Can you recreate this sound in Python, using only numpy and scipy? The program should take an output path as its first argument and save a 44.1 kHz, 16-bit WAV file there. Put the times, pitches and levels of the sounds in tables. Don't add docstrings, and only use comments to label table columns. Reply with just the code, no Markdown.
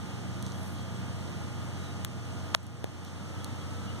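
import sys
import numpy as np
from scipy import signal
from scipy.fft import rfft, irfft
from scipy.io import wavfile

SR = 44100
rng = np.random.default_rng(int(sys.argv[2]) if len(sys.argv) > 2 else 0)


def unload_audio(sound):
    columns = np.transpose(np.atleast_2d(sound))
    steps = np.round(np.clip(columns, -1, 1) * 32767)
    wavfile.write(sys.argv[1], SR, steps.astype(np.int16))


N = 176400
TIME = np.arange(N) / SR
BINS_HZ = np.fft.rfftfreq(N, 1 / SR)

# frequency_hz, density_db
WASH_SPECTRUM = [(20, -69), (45, -71), (62, -64), (85, -55), (125, -60), (155, -59), (200, -59),
                 (260, -67.5), (400, -77), (750, -79.5), (1020, -82), (1350, -85), (1900, -87), (3100, -87),
                 (4000, -92), (6200, -91), (9000, -97), (12000, -104), (14800, -111), (15800, -124)]
# frequency_hz, correlation
WASH_CORRELATION = [(100, 1), (220, 0.94), (450, 0.73), (620, 0.58), (850, 0.078), (2000, -0.14),
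                    (8000, 0.17)]
# pitch_hz, width_hz, level_db, flicker_db
HISS_AND_WHINE_BANDS = [(3320, 37, -76, 6.5), (7810, 36, -72, 4.5)]

MOTOR_HZ, MAINS_HZ, FAN_HZ = 59.17, 60, 45.75
DRAW_BACK_S, FAN_TIMES_S = (2.92, 3.23), (0.9, 1.9, 3.2)
# harmonic, before_db, after_db
MOTOR_HARMONICS = [(2, -37, -44.5), (5, -56.5, -81), (6, -58.5, -66), (8, -62.5, -60), (11, -65.5, -69),
                   (12, -65.5, -72), (14, -63, -88), (15, -69, -63.5), (20, -63, -64), (21, -58.5, -63),
                   (22, -80, -57), (23, -77, -70), (24, -60, -65)]
# harmonic, before_db, after_db
MAINS_HARMONICS = [(2, -41.5, -42), (4, -55.5, -80), (5, -57, -52)]
# harmonic, first_db, second_db, third_db
FAN_HARMONICS = [(2, -35, -33.5, -33), (3, -45.5, -40.5, -52), (4, -41.5, -48, -53)]

# centre_s, half_length_s, pitch_hz, level_db
BIRD_NOTES = [(0.82, 0.092, 3250, -59), (1.876, 0.072, 3860, -59.5), (3.876, .1, 3270, -62),
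              (3.893, .025, 2930, -51)]
# centre_s, half_length_s, level_db, low_hz, high_hz
LEAF_SLIDES = [(0.475, 0.053, -57.5, 3000, 7700), (0.656, 0.13, -63, 7900, 12500),
               (0.788, 0.039, -60, 2600, 5450), (3.08, 0.031, -56.5, 2800, 6540),
               (3.893, 0.06, -65.5, 1600, 3870)]
# start_s, level_db, decay_s, low_hz, high_hz, left_minus_right_db
DRY_TICKS = [(0.4262, -35.5, .0013, 3000, 10500, -4), (.4652, -38.5, .0016, 3000, 8000, -4),
             (.5205, -42, .002, 4000, 6500, -4), (.632, -46, .002, 7500, 11000, -6),
             (2.0481, -27.5, .00034, 4500, 12500, 9), (2.0527, -45, .0012, 7000, 14000, 0),
             (2.5602, -37, .0006, 6000, 13000, -6), (2.631, -41, .0008, 4000, 13000, -6),
             (2.667, -36, .0007, 3500, 12000, -6), (2.8425, -29, .0004, 6000, 12000, -6),
             (3.0498, -32.5, .0004, 3000, 11000, -6), (3.4451, -28.5, .0004, 2600, 9500, 0),
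             (3.4462, -45, .003, 2800, 5000, 0)]
# centre_s, level_db, half_length_s
FINGER_PUSHES = [(2.549, -22, .0012), (2.8435, -12.5, .00048)]
# start_s, level_db, low_hz, high_hz, ring_db
CASE_KNOCKS = [(2.0483, -17, 1150, 2700, -14), (2.5440, -17, 800, 2600, -6), (2.5482, 1.3, 760, 4100, 2),
               (2.8427, -16, 1350, 2900, -25)]
# pitch_hz, level_db, t60_s
CASE_RESONANCES = [(620, -11.5, 0.017), (1220, -19, 0.0044)]

# frequency_hz, share
CROSS_FEED_SHARES = [(300, 0.91), (2500, 1), (5000, 0.66), (7500, 0.53), (10000, 0.61)]


def from_db(db):
    return 10 ** (np.asarray(db) / 20)


def at_bins(points):
    hz, value = np.transpose(points)
    return np.interp(np.log(BINS_HZ + 1e-9), np.log(hz), value)


def drift(rate_hz):
    slow = irfft(rfft(rng.standard_normal(N)) / (1 + (BINS_HZ / rate_hz) ** 2), N)
    return (slow - slow.mean()) / slow.std()


def filtered(x, kind, edges_hz, order=2):
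    return signal.sosfilt(signal.butter(order, edges_hz, kind, fs=SR, output="sos"), x + 1e-18)


def delayed(x, seconds):
    return irfft(rfft(x) * np.exp(-2j * np.pi * BINS_HZ * seconds), N)


def swell(centre_s, half_length_s):
    return np.exp(-((TIME - centre_s) / half_length_s) ** 2)


def ring(x, pitch_hz, t60_s):
    radius = np.exp(-np.log(1000) / (t60_s * SR))
    angle = 2 * np.pi * pitch_hz / SR
    return signal.lfilter([0, np.sin(angle)], [1, -2 * radius * np.cos(angle), radius ** 2], x + 1e-18)


def distant_wash(waver_db=0.25):
    mid, side = rfft(rng.standard_normal((2, N))) * from_db(at_bins(WASH_SPECTRUM)) * np.sqrt(SR) / 2
    alike = at_bins(WASH_CORRELATION)
    pair = irfft(np.sqrt(1 + alike) * mid + np.sqrt(1 - alike) * side * [[1], [-1]], N)
    return pair * from_db(waver_db * drift(rate_hz=3))


def hiss_and_whine():
    out = np.zeros((2, N))
    for pitch_hz, width_hz, level_db, flicker_db in HISS_AND_WHINE_BANDS:
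        peak = 1 / (1 + (2 * (BINS_HZ - pitch_hz) / width_hz) ** 2)
        tone = irfft(rfft(rng.standard_normal((2, N))) * peak, N)
        out += tone / tone.std() * from_db(level_db + flicker_db * drift(rate_hz=15))
    return out


def machine_hum(base_hz, harmonics, times_s, waver_db=0.5, waver_hz=1.9, wander_rad=0.2):
    out = np.zeros(N)
    for harmonic, *levels_db in harmonics:
        level_db = np.interp(TIME, times_s, levels_db) + waver_db * drift(waver_hz)
        phase = 2 * np.pi * (harmonic * base_hz * TIME + rng.random())
        out += np.sqrt(2) * from_db(level_db) * np.sin(phase + wander_rad * drift(waver_hz))
    return out


def far_birds(wobble_hz=38.6):
    out = np.zeros(N)
    for centre_s, half_length_s, pitch_hz, level_db in BIRD_NOTES:
        phase = 2 * np.pi * np.cumsum(pitch_hz + wobble_hz * drift(rate_hz=64)) / SR
        out += from_db(level_db) * np.sin(phase) * swell(centre_s, half_length_s)
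    return out


def leaf_rustles(grain_db=3):
    out = np.zeros(N)
    for centre_s, half_length_s, level_db, low_hz, high_hz in LEAF_SLIDES:
        friction = rng.standard_normal(N) * from_db(grain_db * drift(rate_hz=280))
        grains = filtered(friction, "band", [low_hz, high_hz])
        out += from_db(level_db) * grains / grains.std() * swell(centre_s, half_length_s)
    return out


def close_ticks(crack_db=4):
    out = np.zeros((2, N))
    for start_s, level_db, decay_s, low_hz, high_hz, left_db in DRY_TICKS:
        envelope = (TIME >= start_s) * np.exp(-np.abs(TIME - start_s) / decay_s)
        crack = from_db(crack_db) * signal.unit_impulse(N, int(start_s * SR))
        tail = rng.choice([-1, 1], N) * envelope / np.linalg.norm(envelope)
        snap = filtered(crack + tail, "band", [low_hz, high_hz])
        out += from_db([[level_db + left_db], [level_db]]) * snap * envelope.std() / snap.std()
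    return out


def finger_thumps():
    pushes = sum(from_db(level_db) * swell(centre_s, half_length_s)
                 for centre_s, level_db, half_length_s in FINGER_PUSHES)
    return filtered(pushes, "high", edges_hz=130, order=1)


def case_knocks():
    out = np.zeros(N)
    for start_s, level_db, low_hz, high_hz, ring_db in CASE_KNOCKS:
        click = signal.unit_impulse(N, int(start_s * SR))
        pulse = filtered(click, "low", high_hz)
        ringing = sum(from_db(mode_db + ring_db) * ring(click, pitch_hz, t60_s)
                      for pitch_hz, mode_db, t60_s in CASE_RESONANCES)
        out += from_db(level_db) * filtered(pulse / pulse.max() + ringing, "high", low_hz, order=5)
    return out


def scene():
    motor = machine_hum(MOTOR_HZ, MOTOR_HARMONICS, DRAW_BACK_S)
    mains = machine_hum(MAINS_HZ, MAINS_HARMONICS, DRAW_BACK_S)
    fan = machine_hum(FAN_HZ, FAN_HARMONICS, FAN_TIMES_S)
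    bed_left, bed_right = motor + mains + fan + distant_wash() + hiss_and_whine() + far_birds()
    bed_left = from_db(-2.5) * delayed(bed_left, seconds=0.0002467)
    bed_left = filtered(bed_left, "high", edges_hz=35, order=1)
    leaf = leaf_rustles()
    handling = finger_thumps() + case_knocks()
    handling_left = -from_db(-7.5) * delayed(handling, seconds=0.000394)
    left = bed_left + from_db(-1.5) * leaf + handling_left
    right = bed_right + leaf + handling
    return np.array([left, right]) + close_ticks()


def widen(pair, delay_s=0.0004005):
    cross_feed = irfft(rfft(pair[::-1]) * at_bins(CROSS_FEED_SHARES), N)
    return pair - delayed(cross_feed, delay_s)


def gain_control(pair, threshold_db=-20.5, duck_share=0.39, attack_s=0.0049, recover_db_per_s=9.5):
    peak_db = 20 * np.log10(np.abs(pair).max(axis=0) + 1e-9)
    wanted_db = np.maximum(peak_db - threshold_db, 0) * duck_share
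    recovery_db = recover_db_per_s * TIME
    held_db = np.maximum.accumulate(wanted_db + recovery_db) - recovery_db
    pole = np.exp(-1 / (attack_s * SR))
    duck_db = signal.lfilter([1 - pole], [1, -pole], held_db)
    return pair * from_db(-duck_db)


def record(dry, stopband_hz=16400):
    ducked = gain_control(widen(dry))
    top_cut = signal.cheby2(16, 70, stopband_hz, fs=SR, output="sos")
    return signal.sosfilt(top_cut, np.clip(ducked, -1, 1))


dry = scene()
out = record(dry)
unload_audio(out)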